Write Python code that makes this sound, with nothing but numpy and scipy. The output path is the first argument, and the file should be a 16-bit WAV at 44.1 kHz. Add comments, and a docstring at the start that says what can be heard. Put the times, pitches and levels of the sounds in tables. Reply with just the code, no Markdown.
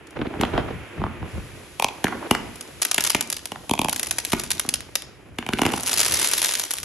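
"""Firework battery in a yard at night

Lift charges bang out of cardboard tubes, shells boom far overhead and roll away, stars burst into sharp crackles.
Bangs and crackles are short pulses in puffs of noise; rolls, hiss and sizzle are shaped noise beds.
Nearby hard surfaces echo the tube shots, low bursts and stars; scattered yard reflections follow every blast.
A phone with two spaced microphone ports listens."""
import sys
import numpy as np
from scipy import signal
from scipy.fft import rfft, irfft, next_fast_len
from scipy.io import wavfile
from scipy.ndimage import map_coordinates

SR = 44100
rng = np.random.default_rng(int(sys.argv[2]) if len(sys.argv) > 2 else 0)


def ratio(d):
    """dB to gain"""
    e = np.asarray(d, float) / 20
    return 10 ** e


def store_wav(level_fs):
    """Save 16-bit WAV to argv[1]."""
    pcm = np.round(np.clip(np.atleast_2d(level_fs), -1, 1) * 32767)
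    wavfile.write(sys.argv[1], SR, pcm.T.astype(np.int16))


N = 301644

# spectrum of the sharp crack of a burst or wide tube: pitch_hz, level_db
CRACK_SPECTRUM = [(900, -12), (1500, -1), (3200, 0), (4300, -9), (6000, -26)]
# spectrum of the spray of hot gas: pitch_hz, level_db
FIZZ_SPECTRUM = [(2000, -2), (3700, -7), (5500, -12), (8000, -10), (10700, -8), (12500, -18), (16500, -42)]
# spectrum of the dull body of a blast: pitch_hz, level_db
THUD_SPECTRUM = [(420, -18), (750, 0), (1400, -6)]
# hard surfaces that answer stars and low bursts: delay_s, level_db, bass_limit_hz, treble_limit_hz
STAR_REFLECTIONS = [(.0033, -3, 350, 7000), (.017, -12, 1500, 9000), (.066, -15, 600, 7000)]

NEAR_RISE_S = 0.0009
FAR_RISE_S, FAR_STRETCH = 0.002, 3.5  # distance blurs the attack and lengthens the puff


def unit(x):
    """Scaled to rms 1."""
    return x / np.sqrt(np.mean(x ** 2) + 1e-20)


def along(points, hz):
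    """(Hz, value) points read on a log frequency axis."""
    f, v = np.transpose(points)
    return np.interp(np.log(hz + 1), np.log(f + 1), v)


def wobble(rate):
    """A smooth random curve, rate knots a second."""
    knots = rng.standard_normal(int(N * rate / SR) + 4)
    return map_coordinates(knots, [np.arange(N) * rate / SR])


def filtered(x, response):
    """x passed through a complex response of frequency."""
    m = next_fast_len(N + SR // 2)
    return irfft(rfft(x, m) * response(np.fft.rfftfreq(m, 1 / SR)), m)[..., :N]


def colour(spectrum, hz):
    """Gain of a spectrum that keeps falling beyond its ends."""
    return ratio(along([(1, -90), *spectrum, (SR / 2, -90)], hz))


def paired(noise, gain):
    """Two noises mixed into left and right, partly alike in both ears, and scaled to rms 1."""
    # likeness of the two ears: pitch_hz, correlation (0 to 1)
    likeness = [(60, 0.36), (280, 0.95), (700, 0.33), (1400, 0.99), (3500, 0.048), (9000, 1), (13000, 1)]

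    def turn(hz):
        return np.arccos(np.clip(along(likeness, hz), -1, 1)) / 2

    mid, side = filtered(noise, lambda hz: gain(hz) * [np.cos(turn(hz)), np.sin(turn(hz))])
    return unit(np.array([mid + side, mid - side]))


def rush(spectrum):
    """Stereo noise of rms 1 with this spectrum."""
    return paired(rng.standard_normal((2, N)), lambda hz: colour(spectrum, hz))


def pulse(spectrum, size=4096):
    """The shortest causal pulse with this spectrum (minimum phase), envelope peak 1."""
    cepstrum = irfft(np.log(colour(spectrum, np.fft.rfftfreq(size, 1 / SR))))
    # folding the cepstrum forward packs the energy at the start
    cepstrum[1:size // 2] *= 2
    cepstrum[size // 2 + 1:] = 0
    shape = irfft(np.exp(rfft(cepstrum)))[:size // 2]
    return shape / np.abs(signal.hilbert(shape)).max()


def strikes(times, db, spectrum, spread, rise, grit):
    """One pulse per time in a puff of turbulent noise: it swells over rise, then falls 60 dB in spread seconds."""
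    t = np.arange(-round(.003 * SR), round(.015 * SR)) / SR  # the puff is cut off at both ends
    shared, *own = rng.standard_normal((3, len(times), len(t)))
    turbulence = shared + 0.64 * np.array(own)
    fade = ratio(-60 * t / np.reshape(spread, (-1, 1)))
    puffs = grit * turbulence * np.where(t < 0, np.exp(t / rise), fade)
    puffs[..., t == 0] = 1  # the main pulse
    at = np.round((np.asarray(times)[:, None] + t) * SR).astype(int).ravel()
    train = [np.bincount(at, (ear * ratio(db)[:, None]).ravel(), N + SR) for ear in puffs]
    return signal.fftconvolve(train, pulse(spectrum)[None], axes=1)[:, :N]


def echoed(times, db, spectrum, echoes, scatter, **puff):
    """The direct sound and its dulled copies off hard surfaces; delay and level differ a little for each event."""
    total = strikes(times, db, spectrum, **puff)
    for delay, loss_db, low_hz, top_hz in echoes:
        late = times + delay * (1 + scatter * rng.standard_normal(len(times)))
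        late_db = db + loss_db + 2.5 * rng.standard_normal(len(times))
        copies = strikes(late, late_db, spectrum, **puff)
        total = total + filtered(
            copies, lambda hz: (1j * hz / (low_hz + 1j * hz)) ** 2 / (1 + 1j * hz / top_hz))
    return total


def blast_parts(db, crack, fizz_db, body, body_db, boom_db, fizz=FIZZ_SPECTRUM):
    """A blast is a crack, a spray of hot gas, a thud or tube ring and a low push of air."""
    # spectrum of the push of air: pitch_hz, level_db
    boom = [(30, -13), (70, -5.5), (160, -3), (240, 4.5), (420, -3.5), (700, -32)]
    # each part: level in dB, spectrum, puff in s before stretching, grit of the puff
    return [(db, crack, .008, .07),
            (db + fizz_db, fizz, .012, .2),
            (db + body_db, body, .008, .03),
            (db + boom_db, boom, .02, .03)]


def blast(s, parts, rise, stretch, echoes):
    """Sum of the parts of a set of blasts; the pressure peaks just after the first hiss."""
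    peak_s = s + 0.001151
    return sum(echoed(peak_s, db, spectrum, echoes, .015, spread=stretch * puff_s, rise=rise, grit=grit)
               for db, spectrum, puff_s, grit in parts)


def night_air():
    """A soft wash of far echoes and the sizzle of burning trails, as two noise beds with drawn levels."""
    # breakpoints of the two beds: time_s, echo_level_db, sizzle_level_db
    air_levels = [(0, -49.5, -63), (.5, -40.5, -51), (1.24, -42, -57), (1.3, -42, -49), (1.78, -50, -49.5),
                  (2.28, -42, -47), (3.65, -58, -49.5), (4.9, -51.5, -54), (5.35, -55, -65),
                  (6.2, -35, -29.5), (6.84, -58, -48)]
    # spectrum of the far echoes: pitch_hz, level_db
    hiss_spectrum = [(350, 10), (800, 0), (2500, 2.5), (3300, -5.5), (4500, -20)]
    # spectrum of the burning trails: pitch_hz, level_db
    sizzle_spectrum = [(3500, 15.5), (6000, 9.5), (8000, 11.5), (10800, 14.5), (12600, -1.5)]
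    s, *columns = np.transpose(air_levels)
    hiss_db, sizzle_db = [np.interp(np.arange(N) / SR, s, column) for column in columns]
    return ratio(hiss_db) * rush(hiss_spectrum) + ratio(sizzle_db) * rush(sizzle_spectrum)


def far_bursts():
    """Distant booms swell fast, hold and fade as lumpy low noise, the upper part as a faster clatter."""
    # peals of shell bursts rolling back: full_level_from_s, hold_s, low_roll_level_db, upper_roll_level_db
    peals = [(0.171, 0.066, -37, -28), (0.313, 0.066, -40, -34), (0.399, 0.059, -36, -26.5),
             (0.538, 0.048, -25, -24.5), (0.656, 0.044, -32.5, -30), (0.983, 0.043, -26.5, -36),
             (1.222, 0.009, -36, -36), (1.341, 0.016, -32, -42), (1.433, 0.057, -34, -68),
             (2.084, 0.18, -61, -38), (4.204, 0.03, -44, -53), (4.326, 0.016, -47, -53),
             (5.661, 0.071, -38, -33), (6.112, 0.019, -39, -33.5)]
    # spectrum of the low roll: pitch_hz, level_db
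    low_spectrum = [(30, -8), (65, 5), (150, 2), (260, -9.5)]
    # spectrum of the upper roll: pitch_hz, level_db
    high_spectrum = [(140, -13), (300, 4), (650, -2.5), (1800, -15), (3500, -23.5)]
    t = np.arange(N) / SR
    starts, holds, low_db, high_db = np.transpose(peals)

    def swells(peaks_db, fade_db_per_s, floor_db):
        power = ratio(2 * floor_db)  # the neighbourhood never falls quiet
        for at, hold, db in zip(starts, holds, peaks_db):
            swell_db = np.clip(698 * (at - t), 0, None)  # 698 dB per s
            fade_db = np.clip(fade_db_per_s * (t - at - hold), 0, None)
            power = power + ratio(2 * (db - swell_db - fade_db))
        return np.sqrt(power)

    low_roll = unit(ratio(3.8 * wobble(13)) * rush(low_spectrum))
    clatter = unit(ratio(5.2 * wobble(110)) * rush(high_spectrum))
    # the upper part fades sooner
    return swells(low_db, 101, -49.5) * low_roll + swells(high_db, 205, -48.5) * clatter


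def yard(x):
    """Scattered reflections, each frequency dying at its own speed; a new pattern every fifth of a second."""
    # time to fall 60 dB: pitch_hz, decay_s
    decay_times = [(100, 0.9), (2000, 0.52), (5500, 0.43), (11000, 0.2)]
    out, step = np.zeros((2, N + SR)), SR // 5
    for start in range(0, N, step):
        hz, t, z = signal.stft(rng.standard_normal((2, SR // 2)), SR, nperseg=256)
        fade = ratio(-60 * t / along(decay_times, hz)[:, None])
        tail = signal.istft(z * fade, SR, nperseg=256)[1]
        tail = tail / np.linalg.norm(tail[0])
        wet = signal.fftconvolve(x[None, start:start + step], tail, axes=1)
        out[:, start:start + wet.shape[1]] += wet
    return np.std(out[:, :N]) * paired(out[:, :N], np.ones_like)


def house_slaps():
    """Houses further off answer a wide-tube shot with blurred slaps."""
    # the slaps: start_s, level_db
    slaps = [(2.124, -22.5), (2.226, -28.5)]
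    s, db = np.transpose(slaps)
    return blast(s, [(db, THUD_SPECTRUM, .012, .25)], FAR_RISE_S, FAR_STRETCH, [])


def hard_knocks():
    """Short hard knocks around 1.7 kHz, with and just after a wide-tube shot."""
    # the knocks: start_s, level_db
    knocks = [(2.042, -9), (2.054, -12), (2.068, -9.5)]
    # spectrum of a knock: pitch_hz, level_db
    knock_spectrum = [(1250, -12), (1730, 0), (2300, -13)]
    s, db = np.transpose(knocks)
    return blast(s, [(db, knock_spectrum, .012, .05)], NEAR_RISE_S, 1, [])


def overhead_shells():
    """Shells burst far overhead, blurred by distance and without near echoes."""
    # bursts: start_s, crack_level_db, then relative to the crack thud_db, boom_db
    shells = [(0.19, -26, 0, 8.5), (0.2146, -21.5, 3.5, 6), (0.2678, -23, -26, 2), (0.3384, -39, 19, 5),
              (0.3965, -27, -7, 15.5), (0.4336, -9.5, 5, -3), (0.551, -26, 8, -10),
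              (0.5774, -11.5, 3.5, -2.5), (1.016, -31, 12, 13), (1.038, -27, 17.5, 5),
              (1.064, -36, 16.5, 11), (1.227, -37, 16, 13.5), (4.649, -39.5, 17, 13.5),
              (4.679, -41, 10, 19.5)]
    s, db, thud_db, boom_db = np.transpose(shells)
    parts = blast_parts(db, CRACK_SPECTRUM, -23, THUD_SPECTRUM, thud_db, boom_db)
    return blast(s, parts, FAR_RISE_S, FAR_STRETCH, [])


def low_bursts():
    """Heavy stars burst low over the yard with a quick attack and near echoes."""
    # bursts: start_s, crack_level_db, then relative to the crack fizz_db, thud_db, boom_db
    heavy_stars = [(2.98, -7, 5, -4, -12.5), (3.1473, -9, 7, -0.5, -6.5), (4.3312, -15.5, 11, 6.5, 4.5)]
    s, db, fizz_db, thud_db, boom_db = np.transpose(heavy_stars)
    parts = blast_parts(db, CRACK_SPECTRUM, fizz_db, THUD_SPECTRUM, thud_db, boom_db)
    return blast(s, parts, NEAR_RISE_S, 1, STAR_REFLECTIONS)


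def narrow_tubes():
    """Lift charges in narrow tubes, which ring hollow as the gas leaves."""
    # shots: start_s, crack_level_db, boom_db relative to the crack
    narrow_shots = [(1.797, -12.5, -17), (1.8227, -11, -21), (1.8435, -8, -10.5), (3.6943, -17.5, -9),
                    (3.7104, -11.5, 0), (3.7354, -13.5, -3.5), (3.7908, -10.5, -3), (3.815, -11.5, -6),
                    (3.8453, -13.5, -0.5), (3.884, -13, -7)]
    # spectrum of the hollow crack: pitch_hz, level_db
    hollow_spectrum = [(2050, -16), (2490, 0), (2850, -9), (3330, -3), (3750, -22)]
    # spectrum of the tube ring: pitch_hz, level_db
    ring_spectrum = [(380, -13), (650, -8), (900, 0), (1080, -6), (1300, -26)]
    # echo: delay_s, level_db, bass_limit_hz, treble_limit_hz
    reflections = [(.041, -10, 500, 3500)]
    s, db, boom_db = np.transpose(narrow_shots)
    parts = blast_parts(db, hollow_spectrum, 4.5, ring_spectrum, 2.5, boom_db, FIZZ_SPECTRUM[1:])
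    return blast(s, parts, .0007, 1, reflections)


def wide_tubes():
    """Lift charges in wide tubes: a crack and hot gas over a thud and a push of air."""
    # shots: start_s, crack_level_db, then relative to the crack fizz_db, thud_db, boom_db
    wide_shots = [(0.4112, -9.5, 0, -3, -7), (2.042, -16.5, 11.5, 10.5, 9), (2.31, -6, 5.5, 5.5, 0.5),
                  (3.518, -17.5, 0, 4, -6), (5.3855, -10.5, -5.5, -5.5, -7.5), (5.4638, -13, -8, -8, -16),
                  (5.4885, -14, -3.5, 2.5, -2), (5.5336, -8.5, -4.5, -42, -2.5),
                  (5.586, -11.5, -7, -6, -33), (5.591, -13.5, -4, 5.5, -4), (5.6166, -9, 5, 3, -0.5),
                  (5.633, -15, 1, 3, -4), (5.6514, -8, -6, -5, -6), (5.6629, -12, 5, 3.5, 1.5),
                  (5.736, -13, -2, 4, -2.5)]
    # echoes: delay_s, level_db, bass_limit_hz, treble_limit_hz
    reflections = [(.0014, -5, 1200, 12000), (.0392, -8, 500, 3500)]
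    s, db, fizz_db, thud_db, boom_db = np.transpose(wide_shots)
    parts = blast_parts(db, CRACK_SPECTRUM, fizz_db, THUD_SPECTRUM, thud_db, boom_db)
    return blast(s, parts, NEAR_RISE_S, 1, reflections)


def stars():
    """Crackling stars: single sharp snaps, and random small ones that swell and sink in showers."""
    # stars that stand out: start_s, level_db
    pops = [(0.071, -32.5), (0.108, -33.5), (2.5578, -23), (2.61, -15.5), (2.818, -5.5), (2.8212, -2),
            (2.829, -5.5), (2.851, -3), (2.9139, -2), (2.9449, -1.5), (3.0075, -2.5), (3.0396, -3),
            (3.0496, -4.5), (3.065, -7), (3.0712, -5), (3.0984, -5.5), (3.103, -0.5), (3.2094, -2.5),
            (3.3016, -8), (3.327, -5), (3.3669, -13), (3.4563, -10.5), (3.895, -6.5), (3.929, -4),
            (3.962, -7.5), (3.9962, -5.5), (4.031, -5), (4.07, -11.5), (4.1102, -2.5), (4.1844, -4),
            (4.2504, -6.5), (4.3205, -6), (4.3973, -7.5), (4.4367, -10.5), (4.5054, -5.5), (4.5155, -3),
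            (4.5965, -4), (4.6903, -2.5), (4.7401, -2.5), (4.9551, -2.5), (5.8338, -10), (5.872, -8),
            (5.878, -6.5), (5.895, -4.5), (5.919, -9), (5.9314, -1.5), (5.94, -2.5), (5.975, -2),
            (5.982, -3), (5.994, -2), (6.0028, 0.5), (6.014, -0.5), (6.032, -2), (6.055, -5), (6.063, -2),
            (6.101, -18), (6.1107, -9), (6.1227, -1.5), (6.14, -6), (6.1447, -3.5), (6.1712, -8),
            (6.1971, -4.5), (6.223, -18), (6.2296, -7), (6.259, -12), (6.2744, -4), (6.287, -6.5),
            (6.3144, -6), (6.3356, 0.5), (6.379, -8), (6.4182, -1.5), (6.428, -3), (6.4462, -0.5),
            (6.459, -6), (6.479, -20), (6.511, -11), (6.538, -5), (6.4915, -3.5), (6.553, -2), (6.5969, -3),
            (6.6379, -6.5), (6.7084, -4.5), (6.7138, -5), (6.7372, -4.5), (6.7847, -9), (6.8314, -10)]
    # showers: loudest_at_s, half_length_s, level_db of the strongest star
    showers = [(4.232, 0.49, -17.5), (6.22, 0.51, -1)]
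    # spectrum of a snap: pitch_hz, level_db
    snap_spectrum = [(500, -9), (2000, -6), (4000, -3), (7500, -3.5), (10700, 1.5), (12000, -7.5),
                     (13500, -26.5), (16500, -36)]
    pop_s, pop_db = np.transpose(pops)
    place, size = rng.random((1400, 2)).T
    swarm_s = 2.5 + place * (N / SR - 2.5)
    # 14 dB weaker at one half length from the middle
    shower_db = np.max([top_db - 14 * ((swarm_s - mid) / half) ** 2 for mid, half, top_db in showers], axis=0)
    swarm_db = shower_db - 20 * np.sqrt(size)
    times = np.r_[pop_s, swarm_s]
    # coarse stars puff longer than the fine ones of the last salvo
    puff_s = np.where(times < 5.3, .0125, .006)
    return echoed(times, np.r_[pop_db, swarm_db], snap_spectrum, STAR_REFLECTIONS, 0.013,
                  spread=puff_s, rise=0.00037, grit=0.21)


def scene():
    """Near blasts and stars in the yard, over the far roll and the night air."""
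    narrow = narrow_tubes()
    bangs = overhead_shells() + low_bursts() + hard_knocks() + house_slaps() + wide_tubes()
    crackle = stars()
    # narrow tubes stir the yard less
    send = ratio(-14.5) * narrow[0] + ratio(-10.5) * bangs[0] + ratio(-12) * crackle[0]
    near = narrow + bangs + crackle + yard(send)
    return near + far_bursts() + night_air()


def band_limit(x):
    """A steep low-pass at the top of the band."""
    return signal.sosfilt(signal.butter(12, 16800, fs=SR, output="sos"), x)


def record(dry):
    """The phone steers its ports together in the bass; in the treble the right port hears later."""
    def steered(hz):
        return 1 / (1 + (hz / 4500) ** 8)

    def late(hz):
        delay_s = .000168 * np.array([[0], [1]])  # left, right
        return np.exp(-2j * np.pi * hz * delay_s)

    def lag(hz):
        # the phone's filters hold the bass back: every bang chirps down
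        return np.exp(-2j * np.pi * 0.9 * np.log(1 + hz / 60) + 2j * np.pi * hz * 0.00032)

    def left_dip(hz):
        # the left side is 3 dB weak near 700 Hz
        return ratio(-3 * np.array([[1], [0]]) * np.exp(-np.log((hz + 1) / 700) ** 2 / 0.72))

    heard = filtered(dry, lambda hz: lag(hz) * (steered(hz) + (1 - steered(hz)) * late(hz)))
    heard = filtered(heard, left_dip)
    held = heard / (1 + np.abs(heard / .97) ** 6) ** (1 / 6)  # peaks bend softly below 0.97
    return band_limit(held)


dry = scene()
out = record(dry)
store_wav(out)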